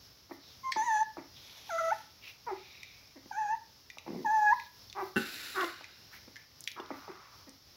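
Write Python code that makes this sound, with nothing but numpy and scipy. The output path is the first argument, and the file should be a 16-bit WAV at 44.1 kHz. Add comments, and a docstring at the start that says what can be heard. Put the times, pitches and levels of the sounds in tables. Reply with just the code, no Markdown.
"""Newborn puppies nurse close by in a small room, squeaking in thin, nearly pure whines.
Slack vocal folds grunt, throats pop and hum as they gulp, and films of milk snap on their lips.
Air hisses through small noses, and one dog snorts with a flutter of the nostrils.
Fur brushes on fur now and then; under it all lie a faint rustle on the rug and a quiet room hiss."""
import sys
import numpy as np
from scipy import signal
from scipy.fft import rfft, irfft, next_fast_len
from scipy.io import wavfile
from scipy.ndimage import uniform_filter1d

SR = 44100
rng = np.random.default_rng(int(sys.argv[2]) if len(sys.argv) > 2 else 0)


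def generate_wav(signal):
    """Clip the signal to [-1, 1] and save it as 16-bit WAV at the path in sys.argv[1]."""
    frames = np.transpose(np.atleast_2d(signal))
    scaled = np.clip(frames, -1, 1) * 32767
    pcm = np.round(scaled).astype(np.int16)
    wavfile.write(sys.argv[1], SR, pcm)


N = 342216

# throat colour of grunts and gulps: (frequency [Hz], gain [dB])
THROAT_EQ = [(60, -20), (170, 3.5), (350, 5.5), (550, -8), (850, -4.5), (1300, -7), (1700, -4.5), (2100, 0),
             (2600, -13), (4000, -53), (8000, -66.5)]
# nose resonances, also the colour of lip fizz and rug rustle: (frequency [Hz], gain [dB])
NOSE_EQ = [(200, -6.5), (900, 2), (1600, -4), (2300, 2.5), (3000, -4), (3800, 1.5), (4800, -1), (5800, 2.5),
           (8500, -26), (10500, -19), (15500, -22)]


def squeak(row, tune, swell_db=1.5, brighten_db=4.5, jitter=.005, flutter_db=2.6, rasp=.035):
    """A nearly pure whine: the folds chirp as they catch and let go; air whistles in the muzzle."""
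    # colour of the upper harmonics and breath: (frequency [Hz], gain [dB])
    muzzle_eq = [(2500, -8), (3500, -12), (4500, -14), (5400, -25), (6100, 3), (6900, -7.5), (7700, -25),
                 (9400, -40), (10300, -17), (11500, -29.5), (12500, -27), (15500, -31.5)]
    # brief dips in the whine's fundamental, with its overtones swelling or fading:
    # (time [s], half width [s], fundamental change [dB], overtone change [dB])
    level_dips = [(.852, 0.018, -11.5, -15), (.98, 0.0089, -3.5, 0), (1.79, .012, -18.5, 5.5),
                  (1.91, 0.0097, -14, 2.5), (3.34, 0.022, -10, 1), (3.463, 0.024, -3, -5),
                  (4.288, 0.016, -3.5, 2.5), (4.482, 0.02, -3, 11.5)]
    s, length, rise, level_db, second_db, third_db, whistle_db, open_db, close_db, hoarse = row
    t, u = span(length)
    n = len(t)
    hz = np.interp(s + t, *np.transpose(tune))
    phase = 2 * np.pi * np.cumsum(hz * (1 + jitter * wander(n, 300))) / SR
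    body_db, bright_db = sum(np.outer(db, bump(s + t, at, width)) for at, width, *db in level_dips)
    bright_db += brighten_db * (u - .5)
    body = gain_of(level_db + swell_db * (u - .5) + body_db) * held(t, rise, fall=.019)
    opening = bump(t, at=.0081, width=.0031)
    closing = bump(t, at=length - .013, width=.0086)
    chirps = gain_of(open_db) * opening + gain_of(close_db) * closing
    breath = (1 + np.cos(phase)) * above(rng.standard_normal(n), 2000)
    upper = gain_of(whistle_db - 8) * evened(coloured(breath, muzzle_eq))
    for k in range(2, 20):
        if k <= 3:
            partial_db = (second_db if k == 2 else third_db) + bright_db
        else:
            partial_db = whistle_db + read(muzzle_eq, k * hz) - 1
        partial_db += flutter_db * wander(n, 87) * (1 - 1 / k) ** 2
        upper -= gain_of(partial_db) * np.cos(k * phase + hoarse * wander(n, 110))
    upper *= held(t, rise=.017, fall=.0042)
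    upper *= 1 - .87 * (opening + closing)  # overtones duck under the chirps
    tone = (body + chirps) * np.cos(phase) + upper
    tone *= 1 + rasp * wander(n, 460)  # cycles of uneven strength
    return s, faded(tone * gain_of(wander(n, 68)))  # 1 dB of shimmer


def grunt(s, length, rise, fall, level_db, start_hz, end_hz, open_hz, shut_after, alternation, rough,
          shut_hz=240, shutting_s=.0061, mouth_width_hz=620, leak=.18, jitter=.02, muffle_db=-.5):
    """Slack folds beat strong and weak by turns; the mouth resonance sinks as the lips close."""
    t, u = span(length)
    hz = end_hz + (start_hz - end_hz) * (1 - u) ** 1.623  # glides fastest at first
    shut = (1 + np.tanh((t - shut_after) / shutting_s)) / 2
    mouth_hz = open_hz + (shut_hz - open_hz) * shut
    slack = (1 + 4 * rough) * np.sqrt(400 / hz)  # slow beats are the most uneven
    phase = 2 * np.pi * np.cumsum(hz * (1 + jitter * slack * wander(len(t), 130))) / SR
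    folds = sum((np.cos(k * phase) + alternation * np.cos((k - .5) * phase)) * (k * hz < 3000)
                for k in range(1, 36))
    puffs = (1 + np.cos(phase) / 2) * rng.standard_normal(len(t))
    drive = (1 - rough) * evened(coloured(folds, THROAT_EQ))
    drive += rough * evened(coloured(puffs, THROAT_EQ))
    voice = resonate(resonate(drive, mouth_hz, mouth_width_hz), mouth_hz, mouth_width_hz)
    voice = above(voice + leak * drive, max(180, .97 * hz.min()))
    voice /= np.sqrt(uniform_filter1d(voice ** 2, size=800) + 1e-12)  # flatten the level
    return s, voice * gain_of(level_db + muffle_db * shut) * held(t, rise, fall)


def gulp(s, pop_db, hum_db, hz, length, sag=.398, pop_hz=850, pop_t60=.012, pop_rise_s=.00094,
         rasp=.3, overtone=.35):
    """The throat pops open, then hums for a few cycles at a falling pitch."""
    side_modes = ring(pop_hz * 1.326, pop_t60) + ring(pop_hz * .772, pop_t60)
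    pop = ring(pop_hz, pop_t60) + side_modes / 2
    t = np.arange(len(pop)) / SR
    sound = gain_of(pop_db) * pop * (1 - np.exp(-t / pop_rise_s))
    u = np.linspace(0, 1, min(int(length * SR), len(sound)))
    phase = 2 * np.pi * np.cumsum(hz * (1 - sag * u)) / SR
    hum = np.sin(phase) + overtone * np.sin(2 * phase) + overtone / 2 * np.sin(3 * phase)
    hum += rasp * evened(coloured(rng.standard_normal(len(u)), THROAT_EQ))
    add(sound, 0, gain_of(hum_db) * hum * np.sin(np.pi * u))
    return s, above(sound, 150)


def smack(s, peak_db, hz, t60, spit=.42, spit_t60=.021, dull_db=3.5):
    """A film of milk snaps and rings the small mouth cavity, with a brief fizz."""
    # mouth modes: (pitch [x cavity pitch], level [dB], ring time [x t60])
    modes = [(.89, 2, 0.86), (1.1, 6, 0.72), (1.63, -5, 2.16), (2.47, -7, 0.69), (2.95, -31.5, 0.37)]
    tilt_db = -dull_db * np.log2(t60 / .0065)  # slow smacks are dull, quick ones bright
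    cavity = sum(gain_of(db + k * tilt_db) * ring(hz * ratio, t60 * longer) * (-1) ** k
                 for k, (ratio, db, longer) in enumerate(modes))
    t = np.arange(len(cavity)) / SR
    fizz = evened(coloured(rng.standard_normal(len(t)), NOSE_EQ)) * gain_of(-60 * t / spit_t60)
    sound = above(cavity + spit * fizz, .99 * hz)
    return s, gain_of(peak_db) * sound / abs(sound).max()


def snort(s=5.16, flaps=6, gap_s=.0047, slowing=.095, uneven=.097, rise_s=.0092, fade_db_per_s=478):
    """The nostrils flap, slow down and settle, ringing the nose over a rush of air and a low thump."""
    # nose modes: (frequency [Hz], level [dB], t60 [s])
    modes = [(225, -16, 0.053), (350, -18.5, 0.027), (808, -33.5, 0.046), (1500, -17, 0.027),
             (1700, -29, 0.024), (2710, -26, 0.043), (3570, -55, .03), (7400, -51, 0.035),
             (10300, -44.5, 0.047)]
    nose = sum(gain_of(db) * ring(hz, t60) for hz, db, t60 in modes)
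    out = np.zeros(N)
    for k in range(flaps):
        after = gap_s * (k + slowing * k ** 2 + uneven * rng.standard_normal())
        attack = min(1, (k + .5) * gap_s / rise_s)
        add(out, s + after, attack * gain_of(1 - fade_db_per_s * after) * nose)
    add(out, s, air_rush())
    out = above(out, 214)
    add(out, s, gain_of(-45) * ring(hz=95, t60=.28))  # thump
    return out


def air_rush(hold_s=.48, flutter_db=1.25):
    """The snort's air surges, settles and runs out, in a hollow layer and a thin, high one."""
    # colour of the air: (frequency [Hz], gain [dB])
    rush_eq = [(100, -18), (300, -3.5), (650, -12), (1100, -11.5), (1450, 2), (2300, -1.5), (2800, 1),
               (3200, -4.5), (3800, 4.5), (5400, -1), (6600, -9.5), (7400, -7.5), (8500, -21.5),
               (10500, -11), (15500, -14)]
    t, _ = span(1)

    def flow(level_db, rise, surge_db, surge_s, fade_db_per_s):
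        db = level_db + surge_db * np.exp(-t / surge_s) - fade_db_per_s * np.maximum(t - hold_s, 0)
        return np.minimum(t / rise, 1) * gain_of(db)

    hollow, thin = (coloured(noise, rush_eq) for noise in rng.standard_normal((2, len(t))))
    hollow = evened(signal.sosfilt(signal.butter(2, 4500, fs=SR, output="sos"), hollow))
    thin = evened(above(thin, 7000))
    hollow *= flow(-49, rise=.28, surge_db=27.5, surge_s=.1266, fade_db_per_s=41)
    thin *= flow(-51.5, rise=.17, surge_db=34, surge_s=.0477, fade_db_per_s=115)
    return (hollow + thin) * gain_of(flutter_db * wander(len(t), 80))


def sniff(s, length, rise, fall, level_db, start_hz, end_hz, width_hz=520, leak=.055, flutter_db=2):
    """Air hisses through a narrow nostril whose two resonances drift together."""
    t, u = span(length)
    hz = start_hz + (end_hz - start_hz) * u
    low_noise, high_noise, broadband = rng.standard_normal((3, len(t)))
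    lower = resonate(low_noise, hz, width_hz * np.mean(hz) / 3000)
    upper = gain_of(-7) * resonate(high_noise, 1.1 * hz, width_hz)
    air = evened(coloured(lower + upper + leak * broadband, NOSE_EQ))
    return s, air * held(t, rise, fall) * gain_of(level_db + flutter_db * wander(len(t), 78))


def fur_brush(s, length, level_db, flicks_per_s=2500):
    """Hairs flick past each other in one stroke: a soft, high crackle."""
    # colour of the fur: (frequency [Hz], gain [dB])
    fur_eq = [(1500, -26), (4000, 3), (6000, -4), (8500, -22.5), (10500, -7), (15500, -1)]
    t, u = span(length)
    flicks = (rng.random(len(t)) < flicks_per_s / SR) * rng.standard_normal(len(t))
    return s, gain_of(level_db) * np.sin(np.pi * u) * evened(coloured(flicks, fur_eq))


def rug_rustle(ticks_per_s=90, level_db=-73):
    """Fur and paws brush the rug in tiny scattered ticks."""
    ticks = rng.random(N) < ticks_per_s / SR
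    strength = gain_of(3.5 * np.minimum(rng.exponential(1, N), 2.5))
    grain = rng.standard_normal(600) * signal.windows.hann(600)
    rustle = signal.oaconvolve(ticks * strength, grain)[:N]
    return gain_of(level_db) * evened(coloured(rustle, NOSE_EQ))


def room_hiss(level_db=-59, swell_db=1.25):
    """A gently wavering bed of hiss, almost the same in both ears."""
    # colour of the hiss: (frequency [Hz], gain [dB])
    hiss_eq = [(20, -34.5), (55, 5.5), (110, 7.5), (170, 0), (400, -4.5), (1500, -9), (2500, -10),
               (4200, -4.5), (5400, 2.5), (6500, -11.5), (7600, -23), (8800, -30), (10500, -17.5),
               (15500, -12.5)]
    # stereo image: (frequency [Hz], left-right likeness [0-1])
    likeness = [(50, 0.96), (4000, 0.95), (8000, 0.99), (14000, 0.51)]
    middle, side = (coloured(rng.standard_normal(N), hiss_eq) for _ in range(2))
    side_eq = [(hz, 10 * np.log10(max(1 - same, 1e-3) / (1 + same))) for hz, same in likeness]
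    side = coloured(side, side_eq) / np.std(middle)
    return gain_of(level_db + swell_db * wander(N, 5.4)) * (evened(middle) + np.array([side, -side]))


def room(x, wet_db, overtones_db=0, width=.0067, echoes_per_s=2500):
    """A small room: sparse reflections of random sign, each band dying at its own speed."""
    # reverb decay: (frequency [Hz], t60 [s])
    decay = [(200, 0.3), (800, 0.32), (2000, 0.44), (5000, 0.2), (12000, 0.022)]
    size = SR // 2
    taps = rng.choice([-1, 1], (2, size)) * (rng.random((2, size)) < echoes_per_s / SR)
    taps *= np.arange(size) > SR // 200  # 5 ms pre-delay
    hz, t, bands = signal.stft(taps, SR, nperseg=256)
    tail = signal.istft(bands * gain_of(-60 * t / read(decay, hz)[:, None]), SR, nperseg=256)[1]
    send = coloured(x, [(1000, .0035), (1400, overtones_db)])
    middle, side = signal.fftconvolve(send[None], tail / np.linalg.norm(tail[0]), axes=1)[:, :N]
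    return x + gain_of(wet_db) * (middle + width * np.array([side, -side]))


def gain_of(db):
    """Decibels to amplitude."""
    return 10 ** (np.asarray(db) / 20)


def evened(x):
    """Scales to rms 1."""
    return x / np.sqrt(np.mean(x ** 2) + 1e-20)


def read(points, hz):
    """Reads a table on a log-frequency axis."""
    f, value = np.transpose(points)
    return np.interp(np.log(hz + 1), np.log(f + 1), value)


def add(mix, s, sound):
    """Adds a sound into the mix at time s."""
    part = mix[round(s * SR):][:len(sound)]
    part += sound[:len(part)]


def coloured(x, points):
    """Applies an EQ curve in dB."""
    size = next_fast_len(len(x) + 2048)
    gain = gain_of(read(points, np.fft.rfftfreq(size, 1 / SR)))
    return irfft(rfft(x, size) * gain, size)[:len(x)]


def above(x, hz):
    """A steep high-pass."""
    return signal.sosfilt(signal.butter(4, min(hz, SR / 4), "high", fs=SR, output="sos"), x)


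def wander(size, hz):
    """Smooth random motion of rms about 1, up to about hz."""
    whole = next_fast_len(size + SR // 8)
    f = np.fft.rfftfreq(whole, 1 / SR)
    return evened(irfft(rfft(rng.standard_normal(whole)) * np.exp(-(f / hz) ** 2)))[:size]


def resonate(x, hz, width_hz):
    """A resonance of gain 1 that follows the curve hz."""
    turn = np.exp(2j * np.pi * np.cumsum(hz) / SR)
    pole = np.exp(-np.pi * width_hz / SR)
    return 2 * (turn * signal.lfilter([1 - pole], [1, -pole], x / turn)).real


def ring(hz, t60, size=5000):
    """One dying mode."""
    t = np.arange(size) / SR
    return np.sin(2 * np.pi * hz * t) * gain_of(-60 * t / t60) * (hz < SR / 2)


def span(length):
    """Time t since the start of a sound, and the share u of it that has passed."""
    t = np.arange(max(int(length * SR), 64)) / SR
    return t, t / t[-1]


def held(t, rise, fall):
    """Attack, hold and release."""
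    return np.clip(t / rise, 0, 1) * np.clip((t[-1] - t) / fall, 0, 1)


def bump(t, at, width):
    """A smooth bump of height 1."""
    return np.exp(-((t - at) / width) ** 2)


def faded(x, size=260):
    """Softens both ends."""
    return x * signal.windows.tukey(len(x), min(1, size / len(x)))


def scene():
    """Squeaks, throat sounds and small noises, each group with its own reverb, over the hiss."""
    # whines: (time [s], length [s], rise [s], fundamental [dB], octave [dB], third harmonic [dB],
    # whistle [dB], opening chirp [dB], closing chirp [dB], hoarseness [rad])
    squeaks = [(.629, 0.0905, 0.038, -32.5, -49, -66, -58.5, -70, -68, .1),
               (.759, 0.2765, 0.019, -27, -35, -60, -46.5, -31.5, -28, 0.22),
               (1.689, .247, 0.059, -31.5, -35, -47, -54, -37.5, -24, .5),
               (3.307, 0.25, 0.078, -30.5, -43, -59, -59, -33, -32.5, 0.76),
               (4.244, 0.299, 0.021, -25, -35.5, -61, -56, -28.5, -21, 0.14)]
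    # one pitch curve per squeak: (time [s], pitch [Hz])
    tunes = [
        [(0.635, 1063), (0.71, 1044)],
        [(0.765, 906), (0.773, 874), (0.809, 865), (0.841, 955), (0.847, 992), (0.861, 992), (0.903, 888),
         (0.971, 847), (1.035, 884)],
        [(1.696, 874), (1.708, 713), (1.728, 664), (1.776, 658.4), (1.788, 683.5), (1.816, 655.7),
         (1.904, 660.3), (1.914, 759), (1.926, 888)],
        [(3.312, 855), (3.32, 824), (3.328, 771), (3.342, 761), (3.39, 883), (3.478, 813), (3.526, 890),
         (3.544, 909)],
        [(4.25, 931), (4.272, 835), (4.29, 838), (4.33, 886), (4.414, 844), (4.498, 837), (4.51, 861),
         (4.53, 977), (4.545, 1020)],
    ]
    # throaty grunts: (time [s], length [s], rise [s], fall [s], level [dB], start pitch [Hz],
    # end pitch [Hz], open mouth [Hz], lips close after [s], alternation [0-1], roughness [0-1])
    grunts = [(2.463, .082, 0.013, 0.013, -38, 517, 371, 895, 0.052, 0.24, 0.12),
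              (4.054, .205, 0.032, 0.077, -41, 79.6, 70.1, 704, 0.033, 0.63, 0.54),
              (4.946, 0.103, 0.041, 0.016, -37, 389.6, 390, 956, 0.08, 0.38, 0.12),
              (5.542, .12, 0.039, 0.031, -32, 425.6, 338, 1267, 0.0926, 0.08, 0.34),
              (6.758, 0.058, 0.015, 0.023, -45, 328, 302, 1110, .06, 0.5, 0.73)]
    # swallows: (time [s], pop [dB], hum [dB], hum pitch [Hz], hum length [s])
    gulps = [(0.296, -45, -56, 395, 0.014), (0.3103, -30, -38.5, 394, 0.0163),
             (0.761, -25, -38.5, 426, 0.011), (1.17, -25, -40.5, 393.5, 0.035),
             (3.154, -65, -48.5, 363, 0.033), (3.257, -63, -49.5, 365, 0.0084),
             (3.972, -34, -63, 405, 0.0066), (5.81, -34, -63, 404, 0.031), (6.276, -72, -46.5, 352, 0.0095),
             (6.7976, -27, -37, 498, 0.0072), (6.9053, -21.5, -36, 359, 0.02),
             (7.08, -28.5, -43, 487, 0.033), (7.467, -68, -48, 350, 0.029)]
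    # wet lip smacks: (time [s], peak [dB], mouth cavity [Hz], t60 [s])
    smacks = [(0.719, -28.5, 4920, 0.058), (0.7215, -20.5, 2020, 0.016), (2.832, -33.5, 2260, 0.018),
              (3.901, -34, 2192, 0.041), (3.9842, -31, 2400, 0.0072), (4.598, -34, 2270, 0.026),
              (4.899, -36, 3950, 0.026), (4.928, -33.5, 2260, 0.0044), (5.609, -27.5, 3070, 0.022),
              (5.644, -29, 3190, 0.03), (5.842, -35, 2240, 0.021), (6.358, -39, 1840, 0.022),
              (6.365, -37, 1960, 0.032), (6.607, -30.5, 5950, 0.0029), (6.6404, -32, 4450, 0.004),
              (6.6754, -21, 2080, 0.0073), (6.6775, -29, 3480, 0.026), (6.686, -43, 13000, .01),
              (6.7165, -33.5, 3970, 0.0066), (6.8, -38.5, 3190, 0.033), (6.8603, -44.5, 3500, 0.018),
              (7.494, -39, 5360, 0.0055)]
    # thin nose hisses: (time [s], length [s], rise [s], fall [s], level [dB],
    # start resonance [Hz], end resonance [Hz])
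    sniffs = [(0.389, .19, 0.061, .06, -61.5, 4230, 2960), (.722, 0.063, .004, 0.033, -47.5, 4500, 4450),
              (1.0, 0.077, .02, .03, -64, 4330, 4200), (1.322, 0.93, 0.05, 0.62, -58.5, 3310, 3080),
              (1.357, 0.75, 0.12, 0.14, -58.5, 12300, 11400), (2.21, .115, 0.035, 0.035, -49.5, 2610, 2740),
              (2.455, 0.71, 0.15, 0.27, -60.5, 2400, 2400), (2.452, 0.57, 0.17, 0.13, -62.5, 3700, 3670),
              (4.039, .14, 0.029, 0.11, -62.5, 2200, 2920), (4.421, 0.27, .12, .03, -61.5, 4260, 3920),
              (6.109, 0.089, 0.021, 0.036, -53.5, 1360, 2200), (6.327, .13, .06, 0.02, -64, 1970, 1700),
              (6.771, .78, 0.13, 0.47, -56, 1220, 1160)]
    # fur sliding on fur: (time [s], length [s], level [dB])
    brushes = [(.29, 0.088, -60), (2.2, .17, -60), (3.971, 1, -62), (4.942, 0.22, -57), (6.108, 0.087, -55),
               (6.598, 0.17, -57), (6.896, 0.16, -63)]
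    whines, throats, noises = np.zeros((3, N))
    for row, tune in zip(squeaks, tunes):
        add(whines, *squeak(row, tune))
    for bus, source, cues in [(throats, grunt, grunts), (throats, gulp, gulps), (noises, smack, smacks),
                              (noises, sniff, sniffs), (noises, fur_brush, brushes)]:
        for row in cues:
            add(bus, *source(*row))
    whines = room(whines, wet_db=-16.5, overtones_db=2.5)  # overtones wetter than the fundamentals
    throats = room(throats, wet_db=-9)
    noises = room(noises + snort() + rug_rustle(), wet_db=-12.5)
    return whines + throats + noises + room_hiss()


def record(dry):
    """A steep low-pass takes off the very top of the treble."""
    lowpass = signal.firwin(511, cutoff=15850, window=("kaiser", 9), fs=SR)
    return signal.oaconvolve(dry, lowpass[None], "same")


dry = scene()
out = record(dry)
generate_wav(out)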